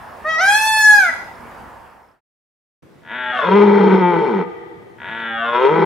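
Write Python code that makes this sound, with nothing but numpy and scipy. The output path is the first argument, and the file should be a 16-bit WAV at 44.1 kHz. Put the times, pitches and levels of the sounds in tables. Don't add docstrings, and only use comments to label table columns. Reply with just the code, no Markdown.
import sys
import numpy as np
from scipy import signal
from scipy.fft import rfft, irfft
from scipy.io import wavfile
from scipy.ndimage import uniform_filter1d

SR = 44100
rng = np.random.default_rng(int(sys.argv[2]) if len(sys.argv) > 2 else 0)


def bounce(signal):
    frames = np.transpose(np.atleast_2d(signal))
    limited = np.clip(frames, -1, 1)
    pcm = np.round(limited * 32767).astype(np.int16)
    wavfile.write(sys.argv[1], SR, pcm)


N = 257984
TIME = np.arange(N) / SR

# start in seconds, end in seconds, moment the larynx is half sunk in seconds,
# time scale of the sinking in seconds, moment the bellow breaks out in seconds,
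# moment the chest tone has half joined in seconds.
ROARS = [(3.003, 4.409, 3.40, 0.22, 3.585, 3.46), (4.967, 5.85, 5.46, 0.34, 5.645, 5.69)]
# time in seconds, pitch in Hz once the opening
FOLDS = [
    [(3.28, 124.9, 0.19), (3.41, 126.1, 0.4), (3.455, 175.6, 0.4), (3.57, 206.3, 0.3), (3.72, 202.8, .66),
     (3.88, 191.1, .7), (3.99, 189.5, .62), (4.04, 177, 0), (4.09, 177.2, .14), (4.2, 162.3, .58),
     (4.33, 102.8, .6), (4.42, 84.7, 0.49)],
    [(5.1, 114.2, 0.3), (5.35, 114.5, 0.07), (5.56, 121.6, .16), (5.67, 137.1, .25), (5.72, 159.6, 0.39),
     (5.85, 168.5, 0.57)],
]
# time in seconds, level in dB before the overall trim.
EFFORT = [
    [(3.03, -51.5), (3.116, -28), (3.494, -15.5), (3.51, -11.5), (3.638, -9.5), (3.658, -13.5),
     (3.958, -12), (3.968, -16), (4.044, -13), (4.39, -20.5)],
    [(4.985, -37.5), (5.069, -29), (5.421, -21.5), (5.497, -18.5), (5.513, -22.5), (5.559, -12.5),
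     (5.589, -16), (5.655, -9.5), (5.699, -14), (5.791, -14.5), (5.83, -12.5)],
]
# frequency in Hz, decay time t60 in seconds.
NEAR_T60 = [(200, .22), (1000, .15), (4000, .13)]
NEAR_DB, NEAR_BUILD_S = -9.5, 0.0012
# frequency in Hz, width in Hz, gain in dB of the added resonance.
RINGS = [(336.4, 60, 10), (413, 120, 1), (478, 31, 8), (756, 160, 8), (1208, 41, 11.5), (1870, 330, 1.5)]
# frequency in Hz, decay time t60 in seconds.
TREES_T60 = [(170, 0.59), (400, 1.82), (1000, 1.59), (2200, 2.22), (3500, 2.4), (9000, .6)]
TREES_DB, TREES_BUILD_S = -13.5, 0.053
# frequency in Hz, left minus right in dB.
STAG_SIDE = [(110, -.5), (200, -2.2), (380, 1.5), (700, .7), (1290, 3.5), (2380, 1.7), (4400, 4), (9000, 0)]
# frequency in Hz, lead of the left ear in radians.
STAG_PHASE = [(200, 0), (380, .8), (550, .4), (1000, 0), (5000, -.3)]


def stag():
    dry = np.zeros(N)
    for row, folds_curve, effort_curve in zip(ROARS, FOLDS, EFFORT):
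        start, sound = roar(row, folds_curve, effort_curve)
        add(dry, start, sound)
    near = gain_of(NEAR_DB) * echoes(dry, NEAR_T60, NEAR_BUILD_S)
    ringing = dry + sum(gain_of(db) * resonate(dry, np.full(N, hz), width) for hz, width, db in RINGS)
    far = gain_of(TREES_DB) * echoes(ringing, TREES_T60, TREES_BUILD_S)
    hz = np.fft.rfftfreq(2 * N, 1 / SR)
    ears = np.array([[0.5], [-0.5]])
    place = gain_of(ears * read(STAG_SIDE, hz)) * np.exp(1j * ears * read(STAG_PHASE, hz))
    closing = ramp((TIME[-1] - TIME) / 0.008)
    return irfft(rfft((dry + near + far) * closing, 2 * N) * place)[:, :N]


CREAK_SHARE, CREAK_S = 0.47, 0.16
LARYNX_REST = 0.075
OPEN_AIR = 0.39
# frequency in Hz with larynx high, frequency in Hz with larynx low, width in Hz.
BOOM = (230.6, 198.5, 54)
CHEST_SHUT_DB, CHEST_OPEN_DB, CHEST_OPENS_S = -11.5, 4, 0.076
CHEST_FULL_DB = -14.5
SURGE_S = 0.076
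# frequency in Hz with larynx high, frequency in Hz with larynx low,
# relative level in dB with larynx high, relative level in dB with larynx low.
THROAT = [(683, 404.6, -11, 11.5), (993, 439.6, -1.5, 7.5), (1485, 904, -4, 6.5), (1557, 961, -1, -13.5),
          (1723, 1267, 2.5, -3), (1986, 1505, -4, -7), (1954, 1780, -19, -14.5), (2257, 1990, -21.5, -8),
          (2290, 2250, -30, -12)]
# frequency in Hz with larynx high, frequency in Hz with larynx low,
# relative level in dB with larynx high, relative level in dB with larynx low.
MUZZLE = [(3150, 2300, -0.5, 12.5), (3710, 2600, -0.5, 3.5), (4060, 3168, -15, 4), (3307, 3500, 1, -2.5),
          (2770, 3850, -12.5, -5.5), (4080, 4226, -21.5, -8.5), (4950, 5290, -30.5, -14.5),
          (5750, 6450, -32, -22)]


def roar(row, folds_curve, effort_curve, jitter=0.034, shimmer=0.74, hiss=1.0, attack_s=0.052,
         release_s=0.05, air_db=-32, snap_db=-10, level_db=-1.09):
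    start, end, sink_at, sink_s, break_at, chest_at = row
    t = np.arange(start, end + release_s, 1 / SR)
    hz, rough = curves(folds_curve, t)
    rough = np.clip(rough, 0, 1)
    effort = curves(effort_curve, t)[0] + level_db
    hz = hz * (CREAK_SHARE + (1 - CREAK_SHARE) * ramp((t - start) / CREAK_S))
    descent = (1 + np.tanh(2 * (t - sink_at) / sink_s)) / 2
    sunk = np.clip(LARYNX_REST + (1 - LARYNX_REST) * descent, 0, 1)
    turns = np.cumsum(hz * (1 + jitter * rough * wander(t, 98))) / SR

    folds = sum(np.clip((4100 - k * hz) / 400, 0, 1) * np.cos(2 * np.pi * k * turns) for k in range(1, 64))
    pulses = 0.5 * steadied(folds) * (1 + shimmer * rough * wander(t, 87))
    puffs = evened((0.35 + np.exp(-(turns % 1) / 0.18)) * rng.standard_normal(N)[:len(t)])
    drive = (1 - rough) * pulses + hiss * rough * puffs

    high_hz, low_hz, width = BOOM
    shaken = folds * (1 + 0.56 * rough * wander(t, 60))
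    boom = resonate(shaken, high_hz + (low_hz - high_hz) * sunk, width)
    chest_open = ramp((t - chest_at) / CHEST_OPENS_S + 0.5)
    chest_db = CHEST_SHUT_DB + (CHEST_OPEN_DB - CHEST_SHUT_DB) * chest_open
    chest = gain_of(np.minimum(effort, CHEST_FULL_DB) + chest_db) * band(boom, 130, 500)

    snap = gain_of(snap_db) * (1 - sunk) ** 3 * pulses
    throat = tract(drive, sunk, THROAT) + snap
    air = np.maximum(rough, OPEN_AIR * sunk) * puffs
    muzzle = tract(drive + air, sunk, MUZZLE) + 0.5 * snap + gain_of(air_db) * air

    registers = [band(throat, 280, 700), band(throat, 700, 2700), band(muzzle, 2500, 11000)]
    surge = np.exp(-((t - break_at) / SURGE_S) ** 2)
    levels = registers_db(effort, sunk, rough, surge, t - start)
    sound = chest + sum(gain_of(db) * steadied(part) for db, part in zip(levels, registers))
    return start, sound * ramp((t - start) / attack_s) * np.clip((t[-1] - t) / release_s, 0, 1)


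def tract(drive, sunk, modes):
    out = 0
    for hz0, hz1, db0, db1 in modes:
        width = 55 + 0.055 * hz1
        glide = hz0 * (hz1 / hz0) ** sunk
        out = out + gain_of(db0 + (db1 - db0) * sunk) * resonate(drive, glide, width)
    return out


# level in dB
# with larynx high, level in dB with larynx low, exponent for how late in the sinking it changes.
BELLOW = (-15.5, 1.1, 1.7)
RASP = (-11, -25, 4.5)
BELLOW_DB_PER_ROUGH = 14
SURGE_DB = 7.5
RASP_LATE_DB, RASP_LATE_S = -7.5, 0.25


def registers_db(effort, sunk, rough, surge, age_s):
    tilt, rasp = [high + (low - high) * sunk ** late for high, low, late in (BELLOW, RASP)]
    tilt = tilt + BELLOW_DB_PER_ROUGH * sunk * (rough - 0.4) + SURGE_DB * surge
    voice = effort - 10 * np.log10(1 + gain_of(tilt) ** 2)
    return voice + tilt, voice, effort + rasp + RASP_LATE_DB * np.exp(-age_s / RASP_LATE_S)


# time in seconds, pitch in Hz.
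CRY_PITCH = [(.24, 598), (0.294, 643.2), (.382, 635.6), (0.423, 758.7), (0.506, 820.4), (0.589, 863.5),
             (0.682, 874.3), (0.762, 869), (.91, 843.5), (.984, 820), (1.115, 629.4)]
CRY_ATTACK_S, CRY_RELEASE_S, BLARE_ATTACK_S = 0.018, 0.02, 0.065
CRY_JITTER = 0.00063
FULL_VOICE_HZ = 843
# base level in dB at full voice, loss in dB per 100 Hz below it.
FUNDAMENTAL = (-19.5, 3.6)
OVERTONE = (-26, 1.7)
BLARE = (-30.5, 6)
EDGE = (-38.5, 16)
# time in seconds, level in dB before a small trim.
SECOND = [(0.26, -24.5), (0.352, -23.5), (0.488, -11), (0.522, -22.5), (0.548, -16), (0.656, -23),
          (0.766, -17), (0.81, -10), (0.876, -7.5), (1.054, -15.5), (1.11, -33.5)]
SWELL_DB, GIVE_WAY = -14.5, 2.0
# frequency in Hz, half width in Hz, lift in dB.
WINDPIPE = (1961, 73, 12.6)
# time in seconds, half length in seconds,
# jitter added as a multiple of the usual.
HOARSE = [(0.44, 0.06, 15), (1.063, 0.07, 8.7)]
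TIRE_S, TIRE_DB = 0.33, -6
# frequency in Hz, relative level in dB.
BEAK = [(2400, 0), (3400, -5), (4400, -6.5), (6000, -8), (7500, -6), (9600, 0.5), (11500, -7), (13000, -7),
        (15500, -24.5)]
# frequency in Hz, decay time t60 in seconds.
BUSH_T60 = [(600, 0.38), (1700, 0.51), (4000, 0.67), (12000, 0.51)]
BUSH_DB, BUSH_BUILD_S = -4.5, 0.0043


def peacock(lag_s=0.00003, scatter=0.92, flutter_hz=16, second_db=0.2, side_db=-0.3):
    t = np.arange(CRY_PITCH[0][0], CRY_PITCH[-1][0], 1 / SR)
    hz = curves(CRY_PITCH, t)[0]
    second = curves(SECOND, t)[0] + second_db
    slack = np.maximum(FULL_VOICE_HZ - hz, 0) / 100
    first, third, blare, edge = [db - loss * slack for db, loss in (FUNDAMENTAL, OVERTONE, BLARE, EDGE)]
    tired = TIRE_DB * ramp(1 - (t[-1] - t) / TIRE_S)
    pipe_hz, pipe_width, pipe_db = WINDPIPE
    third = third + pipe_db / (1 + ((3 * hz - pipe_hz) / pipe_width) ** 2)
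    third = third - GIVE_WAY * np.maximum(second - SWELL_DB, 0)

    strain = 1 + sum(times * np.exp(-((t - s) / length) ** 2) for s, length, times in HOARSE)
    turns = np.cumsum(hz * (1 + CRY_JITTER * strain * wander(t, 120))) / SR
    turns = turns - np.array([[0], [lag_s]]) * hz
    lowest_db = [first + tired, second, third]
    cry = sum(gain_of(db) * np.sin(2 * np.pi * (k + 1) * turns) for k, db in enumerate(lowest_db))

    opened = ramp((t - t[0]) / BLARE_ATTACK_S) * ramp((t[-1] - t) / BLARE_ATTACK_S)
    for k in range(4, 21):
        top = np.clip((k * hz - 6000) / 2500, 0, 1)
        db = read(BEAK, k * hz) + (1 - top) * blare + top * edge + tired
        shared = wander(t, flutter_hz)
        separate = np.array([wander(t, flutter_hz), wander(t, flutter_hz)])
        flutter = 1 + scatter * (shared + 1j * separate)
        harmonic = np.exp(2j * np.pi * k * turns + 1j * k * k)
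        cry += opened * gain_of(db) * (flutter * harmonic).real

    envelope = ramp((t - t[0]) / CRY_ATTACK_S) * ramp((t[-1] - t) / CRY_RELEASE_S)
    out = np.zeros((2, N))
    add(out, t[0], np.sqrt(2) * cry * envelope)
    bushes = gain_of(BUSH_DB) * echoes(out, BUSH_T60, BUSH_BUILD_S)
    return (out + bushes) * gain_of([[-side_db], [side_db]])


# frequency in Hz, relative spectral density in dB per Hz.
SCRUB = [(15, -30), (25, -19), (70, -0.5), (113, -7.5), (235, -5.5), (299, -9), (636, -4), (928, 1),
         (1250, -6), (1640, -7.5), (3980, -30.5), (5080, -29.5), (6130, -34), (9440, -33.5), (15800, -37.5)]
SCRUB_DB = -37.5
# start in seconds, length in seconds, frequency in Hz,
# level in dB before a doubling of the amplitude.
NOTES = [(0.657, 0.026, 640, -38.5), (0.763, 0.018, 655, -35.5), (1.068, 0.069, 245, -47),
         (1.314, 0.25, 237, -50.5)]
# start in seconds, length in seconds, rms level in dB.
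TICKS = [(.0, 0.2, -72), (1.214, 0.21, -65.5), (2.031, 0.1, -77)]
FADE_START_S, FADE_END_S, FADE_POWER = 1.553, 2.208, 0.96


def scrubland():
    life = np.zeros(N)
    for s, length, hz, db in NOTES:
        t = np.arange(0, length, 1 / SR)
        add(life, s, gain_of(db) * np.hanning(len(t)) * np.sin(2 * np.pi * hz * t) * 2)
    for s, length, db in TICKS:
        t = np.arange(0, length, 1 / SR)
        decay = np.exp(-(t * 36 % 1) / 0.19)
        ticks = decay * wander(t, 250) * np.sin(2 * np.pi * 5250 * t)
        add(life, s, gain_of(db) * evened(ticks))
    fade = np.clip((FADE_END_S - TIME) / (FADE_END_S - FADE_START_S), 0, 1) ** FADE_POWER
    air = gain_of(SCRUB_DB) * fade * wash(SCRUB, same=0.6)
    return life + air * gain_of([[-0.6], [0.6]])


# frequency in Hz, relative spectral density in dB per Hz.
FOREST = [(24, -70), (50, -32), (75, -6), (130, 0), (250, -5), (450, -5), (700, -13), (1200, -16),
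          (2200, -23), (4000, -32), (8000, -39), (15800, -44)]
FOREST_DB = -47


def forest():
    onset = np.clip((TIME - 2.822) / 0.0053, 0, 1)
    return gain_of(FOREST_DB) * wash(FOREST, same=0.36) * onset


PATCHY_DB = 1.5


def wash(colour, same):
    frames, hz = N // 512 + 5, np.fft.rfftfreq(2048, 1 / SR)
    a, b, c, d, patches = rng.standard_normal((frames, len(hz), 5)).T
    patches = evened(uniform_filter1d(uniform_filter1d(patches, size=16, axis=0), size=8, axis=1))
    same = np.clip(same, -1, 1)
    left = a + 1j * b
    right = same * left + np.sqrt(1 - same ** 2) * (c + 1j * d)
    z = np.array([left, right]) * gain_of(read(colour, hz)[:, None] + PATCHY_DB * patches)
    return evened(signal.istft(z, nperseg=2048, noverlap=1536)[1][:, :N])


def echoes(x, t60, build_s):
    density = 2500
    taps = rng.standard_normal((2, 2 * SR)) * (rng.random((2, 2 * SR)) < density / SR)
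    hz, t, z = signal.stft(taps, SR, nperseg=256)
    shape = gain_of(-60 * t / read(t60, hz)[:, None]) * (1 - np.exp(-t / build_s))
    energy = np.sum(shape[6] ** 2) * 128 * density / SR
    tail = signal.istft(z * shape / np.sqrt(energy), SR, nperseg=256)[1]
    return signal.fftconvolve(np.atleast_2d(x), tail, axes=1)[:, :N]


def resonate(x, hz, width):
    turn = np.exp(2j * np.pi * np.cumsum(hz) / SR)
    r = np.exp(-np.pi * width / SR)
    return 2 * (turn * signal.lfilter([(1 - r) ** 2], [1, -2 * r, r * r], x / turn)).real


def band(x, low_hz, high_hz):
    return signal.sosfiltfilt(signal.butter(3, [low_hz, high_hz], "band", fs=SR, output="sos"), x)


def wander(t, hz):
    noise = rfft(rng.standard_normal(N))
    return evened(irfft(noise / (1 + (np.fft.rfftfreq(N, 1 / SR) / hz) ** 4), N))[:len(t)]


def gain_of(db):
    return 10 ** (np.asarray(db) / 20)


def evened(x):
    return x / np.sqrt(np.mean(x ** 2) + 1e-20)


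def steadied(x, size=1500):
    return x / np.sqrt(uniform_filter1d(uniform_filter1d(x ** 2, size), size) + 1e-14)


def ramp(x):
    return np.sin(np.pi / 2 * np.clip(x, 0, 1)) ** 2


def read(points, hz):
    f, value = np.transpose(points)
    return np.interp(np.log(hz + 1), np.log(f + 1), value)


def curves(rows, t):
    s, *columns = np.transpose(rows)
    return [np.interp(t, s, c) for c in columns]


def add(mix, s, sound):
    part = mix[..., max(round(s * SR), 0):][..., :sound.shape[-1]]
    part += sound[..., :part.shape[-1]]


def scene():
    return stag() + peacock() + scrubland() + forest()


EDGE_HZ = 15850


def record(dry):
    rounded = dry / (1 + (dry / 1.05) ** 10) ** 0.1
    lowpass = signal.firwin(511, EDGE_HZ, window=("kaiser", 9), fs=SR)
    return signal.oaconvolve(rounded, lowpass[None], "same")


dry = scene()
out = record(dry)
bounce(out)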